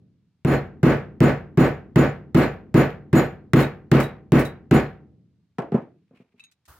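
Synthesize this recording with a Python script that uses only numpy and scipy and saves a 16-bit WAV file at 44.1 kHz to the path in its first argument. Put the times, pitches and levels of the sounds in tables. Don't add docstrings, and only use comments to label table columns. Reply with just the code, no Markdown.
import sys
import numpy as np
from scipy import signal
from scipy.fft import rfft, irfft
from scipy.io import wavfile
from scipy.ndimage import minimum_filter1d

SR = 44100
rng = np.random.default_rng(int(sys.argv[2]) if len(sys.argv) > 2 else 0)


def dump(signal):
    limited = np.clip(np.atleast_2d(signal).T, -1, 1)
    pcm = np.round(limited * 32767).astype(np.int16)
    wavfile.write(sys.argv[1], SR, pcm)


N = 299435

# t/s, force level/dB, crack level/dB, steel ring level/dB
WEDGE_BLOWS = [(-.45, -5, 0, 0), (0.448, 0, -11.5, 6), (0.8304, 0.5, -8.5, -2), (1.205, -0.5, -7.5, 0.5),
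               (1.5739, -1, -9.5, 3.5), (1.958, -1, -6, 1), (2.346, -1, -1, 7), (2.7424, -1.5, -4.5, 4.5),
               (3.1293, -3, -4.5, 9), (3.5341, -1.5, -0.5, 4.5), (3.9152, -0.5, 0, -7.5),
               (4.32, -0.5, -4.5, -1.5), (4.711, -2, -3, 2.5)]
# f/Hz, level/dB, decay time T60/s
BENCH_MODES = [(60.8, -14.5, 0.34), (94.8, -23, 0.45), (137.4, 1.5, 0.27), (148, -11.5, 0.47),
               (166.8, -0.5, 0.074), (207.8, -7.5, 0.17), (217, -3, 0.27), (247.4, -4, 0.25),
               (273.2, -3.5, 0.23), (308.8, -1.5, 0.2), (330, 0.5, 0.22), (359.7, -11.5, 0.33),
               (402, -23.5, .38), (397.4, -4, 0.23), (436.7, -23, 0.42), (488, -16.5, .34),
               (512, -21.5, 0.1), (581, -17, 0.29), (667, -22, 0.27), (766.6, -19, 0.42)]
# f/Hz, level/dB, decay time T60/s
HEAD_MODES = [(4002, -54.5, 0.17), (4200, -43, 0.27), (6896, -37, 0.21), (7900, -47.5, 0.2),
              (8620, -50, 0.092), (9740, -41, 0.13), (9940, -44, 0.14), (11570, -49, 0.19),
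              (11700, -56, .22), (12678, -45.5, .24), (13447, -47.5, 0.15), (14270, -48.5, .18),
              (15200, -41, .15)]
# f/Hz, starting level/dB, decay time T60/s
CRACK_SPECTRUM = [(197.2, -11.5, 0.064), (700, -10.5, 0.18), (1700, -9, 0.12), (3170, -23, 0.059),
                  (5100, -31.5, 0.095), (8000, -29, 0.029), (11000, -40, .03), (16000, -32, .025)]
# f/Hz, starting level/dB, decay time T60/s
CHATTER_SPECTRUM = [(103.2, -18.5, 0.2), (674, -1.5, 0.35), (2360, -4, 0.3), (3280, -13.5, 0.34),
                    (5780, -25.5, 0.17), (15900, -38.5, 0.29)]
# f/Hz, level/dB, decay time T60/s
WORKSHOP_REVERB = [(30, -14.5, 0.18), (67, 0.5, 0.52), (143.1, 26.5, 0.13), (360, 17.5, 0.31),
                   (476, 14, 0.32), (1013, 0.5, 0.34), (1625, 1.5, 0.35), (2556, -7, 0.32),
                   (3340, -17, 0.3), (5194, -25.5, 0.28), (9850, -34, 0.23), (16000, -27.5, 0.22)]
# f/Hz, level/dB, decay time T60/s
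RUMBLE_REVERB = [(30, -26, 0.73), (60, -10.5, 1), (127.4, -13.5, 1.88), (218, -10, 1.25),
                 (385.7, -14, 0.87), (693, -23.5, 0.85), (1557, -51, 0.54), (5030, -65, 0.21)]
# t/s, time in the air/s, ring level/dB
TOOL_RATTLES = [(3.6, 0.022, -45), (4.001, 0.03, -44.5), (4.393, 0.057, -43)]
# f/Hz, level/dB, decay time T60/s
TOOL_MODES = [(3862, 4.5, 0.19), (3800, 3.5, 0.12)]
# t/s, thump level/dB, clack level/dB, time to the next touch/s
MAT_CONTACTS = [(5.584, -17, -13.5, 0.006), (5.719, -14.5, -25, 0.0069), (5.742, -6.5, -25.5, 0.013),
                (6.108, -45, -56, 0.023), (6.134, -47.5, -59, 0.023), (6.199, -42.5, -69, .016),
                (6.339, -52.5, -74, 0.012)]
# f/Hz, level/dB, decay time T60/s
MAT_MODES = [(126, -7, 0.091), (173, 2.5, 0.044), (239.6, -0.5, 0.082), (388, 2.5, 0.039),
             (473, -9.5, 0.065), (676, -10, 0.034)]
# f/Hz, level/dB, decay time T60/s
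CLACK_SPECTRUM = [(80, -18, .05), (400, -11, 0.029), (1380, -2.5, 0.033), (2580, -10, 0.015),
                  (3860, -23, 0.027), (9000, -33, 0.014), (15800, -47, 0.033)]
# f/Hz, level/dB, decay time T60/s
CONTACT_REVERB = [(40.4, -13, 0.17), (130, -4.5, 0.88), (300, 6.5, 0.4), (677, 9, 0.24), (1440, -4, 0.21),
                  (2550, -18.5, 0.32), (4400, -38, 0.28), (15500, -53, 0.12)]
# t/s, ring level/dB, extra level of the high modes/dB, tick level/dB
STEEL_TOUCHES = [(6.396, -50, -20, -51), (6.439, -51.5, 3, -51), (6.514, -73.5, -0.5, -51),
                 (6.654, -80.5, 5.5, -48.5)]
# f/Hz, level/dB, decay time T60/s
BIT_MODES = [(2480, -11, 0.069), (2630, 1, 0.081), (3720, -9, 0.059), (3834, -7.5, 0.18),
             (4000, -14, 0.083), (6610, -8, 0.091), (8786, -10, 0.052)]
# t/s, hold time/s, level/dB
SLEEVE_STROKES = [(5.85, 0.5, -17.5), (6.133, 0.041, 8.5), (6.358, 0.11, 0.5)]
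# f/Hz, level/dB
CLOTH_SPECTRUM = [(30, -80), (200, -49), (600, -76.5), (1200, -63.5), (1600, -68), (2400, -58.5),
                  (3400, -73), (6000, -85), (15000, -93)]
# f/Hz, level/dB
HISS_SPECTRUM = [(30, -47), (80, -36), (200, -55.5), (700, -55), (1350, -47.5), (2200, -63), (8000, -67.5),
                 (15000, -63)]
# f/Hz, level/dB
FLOOR_SPECTRUM = [(30, -72.5), (110, -55), (250, -65), (500, -74.5), (1000, -77), (4000, -82.5),
                  (16000, -104)]
# f/Hz, level/dB
STEREO_WIDTH = [(60, -19.5), (250, -14.5), (600, -8), (2000, -8.5), (4500, 0), (15000, -1.5)]

CUTOFF_HZ = 16000
RING_SIZE = SR * 6 // 5
TIME = np.arange(RING_SIZE) / SR
SEATED_AT_S, SEATING_TAKES_S = 3.48, 0.55
THUD_DB, BOOM_LOOSE_DB, BOOM_SEATED_DB = -2.5, 0, -3
ROCK_GAP_RATIO, ROCK_THUMP_LOSS_DB, ROCK_CLACK_LOSS_DB = 1.8, 9, 4.5
TOUCH_SCATTER_DB = 1.5
RETOUCH_S, RETOUCH_LOSS_DB = 0.0071, 2
SCRAPE_DB, LANDING_TICK_DB = -34, -40.5
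SLEEVE_ATTACK_S, SLEEVE_T60_S = 0.023, 0.21
HISS_START_S, HISS_DB, HISS_ATTACK_S, HISS_T60_S = 6.678, 10, 0.0029, 0.62


def hammering(change=0.32, handle_delay_s=0.0018, rebound_s=0.021, softness=0.18,
              crack_pan_db=0.1, steel_pan_db=-3.5):
    out = np.zeros((2, N))
    rooms = np.array([workshop_response() for _ in range(5)])
    for s, force_db, crack_db, ring_db in WEDGE_BLOWS:
        seated = np.clip(0.5 + (s - SEATED_AT_S) / SEATING_TAKES_S, 0, 1)
        boom_db = BOOM_LOOSE_DB + seated * (BOOM_SEATED_DB - BOOM_LOOSE_DB)
        room = varied_room(rooms, change)
        bench = bench_thud(crack_db, softness)
        crack = wedge_crack()
        head = steel(HEAD_MODES, scatter_db=0.5, waver_db=5.5, waver_hz=58.7) * build_up(0.01)

        crack_gain = from_db(force_db + crack_db) * from_db([[crack_pan_db], [-crack_pan_db]])
        head_gain = from_db(force_db + ring_db) * from_db([[steel_pan_db], [-steel_pan_db]])
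        thud = from_db(force_db + THUD_DB) * bench
        boom = from_db(force_db + boom_db) * room
        add(out, s, crack_gain * crack)
        add(out, s + handle_delay_s, thud + boom)
        add(out, s + rebound_s, head_gain * head)
    return out


def wedge_crack():
    chatter = dense_ring(CHATTER_SPECTRUM) * build_up(0.039)
    return (dense_ring(CRACK_SPECTRUM) + chatter) * grain(RING_SIZE, depth_db=3.5, hz=372.5)


def bench_thud(crack_db, softness):
    modes = []
    for hz, db, t60 in BENCH_MODES:
        tilt_db = softness * min(crack_db, 0) * np.log2(hz / 140)
        modes.append((hz, db + tilt_db, t60))
    return ring(modes, scatter_db=1.5, detune=0.0044) * build_up(0.0027)


def workshop_response():
    return dense_ring(WORKSHOP_REVERB) * build_up(0.02) + dense_ring(RUMBLE_REVERB) * build_up(0.02)


def varied_room(rooms, change):
    shift = rng.standard_normal(len(rooms) - 1)
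    mix = np.append(1, change * shift / np.linalg.norm(shift))
    return np.tensordot(mix / np.linalg.norm(mix), rooms, 1)


def rattling():
    out = np.zeros((2, N))
    for s, air_s, ring_db in TOOL_RATTLES:
        landing = s + air_s
        add(out, s, from_db(SCRAPE_DB) * tick(t60=0.13, low_hz=2510))
        add(out, landing, from_db(LANDING_TICK_DB) * tick(t60=0.13, low_hz=2510))
        tool = steel(TOOL_MODES, scatter_db=TOUCH_SCATTER_DB, waver_db=5.5, waver_hz=180)
        add(out, landing, from_db(ring_db) * tool * build_up(0.0074))
    return out


def laying_down(thump_room_db=-15.5, clack_room_db=-8.0):
    out = np.zeros((2, N))
    for s, thump_db, clack_db in rocking(count=4):
        mat = ring(MAT_MODES, scatter_db=0.0, detune=0.058) * build_up(0.0054)
        thump = from_db(thump_db + 0.5) * mat
        clack = from_db(clack_db) * dense_ring(CLACK_SPECTRUM) * build_up(0.0006)
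        send = np.hypot(from_db(thump_db + thump_room_db), from_db(clack_db + clack_room_db))
        room = send * dense_ring(CONTACT_REVERB) * build_up(0.0015)
        add(out, s, thump + clack + room)
    return out


def rocking(count):
    for s, thump_db, clack_db, gap in MAT_CONTACTS:
        for k in range(count):
            yield s, thump_db - k * ROCK_THUMP_LOSS_DB, clack_db - k * ROCK_CLACK_LOSS_DB
            s += gap * ROCK_GAP_RATIO ** k


def sleeve():
    strokes = 0
    for s, hold_s, db in SLEEVE_STROKES:
        strokes = strokes + from_db(db) * swell(s, SLEEVE_ATTACK_S, hold_s, SLEEVE_T60_S)
    return strokes * noise(CLOTH_SPECTRUM) * grain(N, depth_db=5.5, hz=160)


def picking_up(split_hz=5000, top_hz=9000):
    out = np.zeros((2, N))
    for s, ring_db, high_db, tick_db in STEEL_TOUCHES:
        modes = [(hz, db + ring_db + high_db * (hz > split_hz), t60) for hz, db, t60 in BIT_MODES]
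        for k in range(2):
            bit = steel(modes, scatter_db=TOUCH_SCATTER_DB, waver_db=6.0, waver_hz=260)
            scratch = from_db(tick_db - 5.5) * tick(t60=0.061, low_hz=1520)
            add(out, s + k * RETOUCH_S, from_db(-k * RETOUCH_LOSS_DB) * (bit + scratch))
    return signal.sosfilt(signal.butter(2, top_hz, fs=SR, output="sos"), out)


def hiss():
    envelope = swell(HISS_START_S, HISS_ATTACK_S, 0, HISS_T60_S)
    return from_db(HISS_DB) * envelope * noise(HISS_SPECTRUM)


def background():
    return noise(FLOOR_SPECTRUM)


def from_db(db):
    return 10 ** (np.asarray(db) / 20)


def at_hz(rows, hz, axis=1):
    rows = np.array(rows, float)
    return np.interp(np.log(hz + 1), np.log(rows[:, 0]), rows[:, axis])


def add(out, s, sound):
    start = round(s * SR)
    first, last = max(start, 0), min(start + sound.shape[-1], N)
    out[:, first:last] += sound[..., first - start:last - start]


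def fade(t60):
    return np.exp(-np.log(1000) * TIME / max(t60, 1e-3))


def build_up(seconds):
    return 1 - np.exp(-TIME / max(seconds, 1e-4))


def swell(s, attack_s, hold_s, t60):
    age = np.maximum(np.arange(N) / SR - s, 0)
    rise = 1 - np.exp(-age / attack_s)
    return rise * np.exp(-np.log(1000) * np.maximum(age - hold_s, 0) / t60)


def grain(size, depth_db, hz):
    knots = rng.standard_normal(size // 20)
    return from_db(depth_db * np.interp(np.arange(size) * hz / SR, np.arange(len(knots)), knots))


def stereo_spectrum(rows, size):
    hz = np.arange(size // 2 + 1) * SR / size
    mid, side = rfft(rng.standard_normal((2, size)))
    side = side * from_db(at_hz(STEREO_WIDTH, hz))
    return hz, np.array([mid + side, mid - side]) * from_db(at_hz(rows, hz))


def noise(rows):
    return irfft(stereo_spectrum(rows, N)[1], N)


def dense_ring(rows):
    hz, spectrum = stereo_spectrum(rows, RING_SIZE)
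    centres = np.geomspace(32, 16384, 10)
    out = 0
    for centre, share in zip(centres, np.eye(len(centres))):
        band = np.interp(np.log(hz + 1), np.log(centres), share)
        out = out + irfft(spectrum * band, RING_SIZE) * fade(at_hz(rows, centre, axis=2))
    return out


def ring(modes, scatter_db, detune):
    out = np.zeros(RING_SIZE)
    for k, (hz, db, t60) in enumerate(modes):
        weight, shift = rng.standard_normal(2)
        gain = -(-1) ** k * from_db(db + scatter_db * weight)
        out += gain * fade(t60) * np.sin(2 * np.pi * hz * (1 + detune * shift) * TIME)
    return out


def steel(modes, scatter_db, waver_db, waver_hz):
    out = np.zeros((2, RING_SIZE))
    for hz, db, t60 in modes:
        envelope = from_db(db + scatter_db * rng.standard_normal()) * fade(t60)
        phase = 2 * np.pi * (hz * TIME + rng.random())
        for side in out:
            waver = grain(RING_SIZE, waver_db, waver_hz)
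            side += envelope * waver * np.sin(phase + rng.standard_normal())
    return out


def tick(t60, low_hz):
    bright = signal.butter(2, low_hz, "high", fs=SR, output="sos")
    return signal.sosfilt(bright, rng.standard_normal((2, RING_SIZE)) * fade(t60))


def scene():
    handling = laying_down() + sleeve() + picking_up()
    return hammering() + rattling() + handling + hiss() + background()


def limiter(x, threshold_db=-4.0, release_db_per_s=170, attack_s=0.00047, ahead_s=0.003, overshoot=0.66):
    level_db = 20 * np.log10(np.abs(x).max(axis=0) + 1e-9)
    over = np.maximum(level_db - threshold_db, 0)
    t = np.arange(N) / SR
    held = np.maximum.accumulate(over + release_db_per_s * t) - release_db_per_s * t
    largest = -minimum_filter1d(-held, size=SR // 2)
    recent = np.interp(t - 0.5, t, largest)
    target_db = held + overshoot * np.maximum(held - recent, 0)
    r = np.exp(-1 / (attack_s * SR))
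    duck_db = signal.lfilter([1 - r], [1, -r], target_db)
    return x * from_db(-np.interp(t + ahead_s, t, duck_db))


def record(dry, low_cut_hz=48):
    low_cut = signal.butter(3, low_cut_hz, "high", fs=SR, output="sos")
    limited = limiter(signal.sosfilt(low_cut, dry))
    top_cut = signal.ellip(10, 0.1, 70, CUTOFF_HZ, fs=SR, output="sos")
    return signal.sosfilt(top_cut, limited)


dry = scene()
out = record(dry)
dump(out)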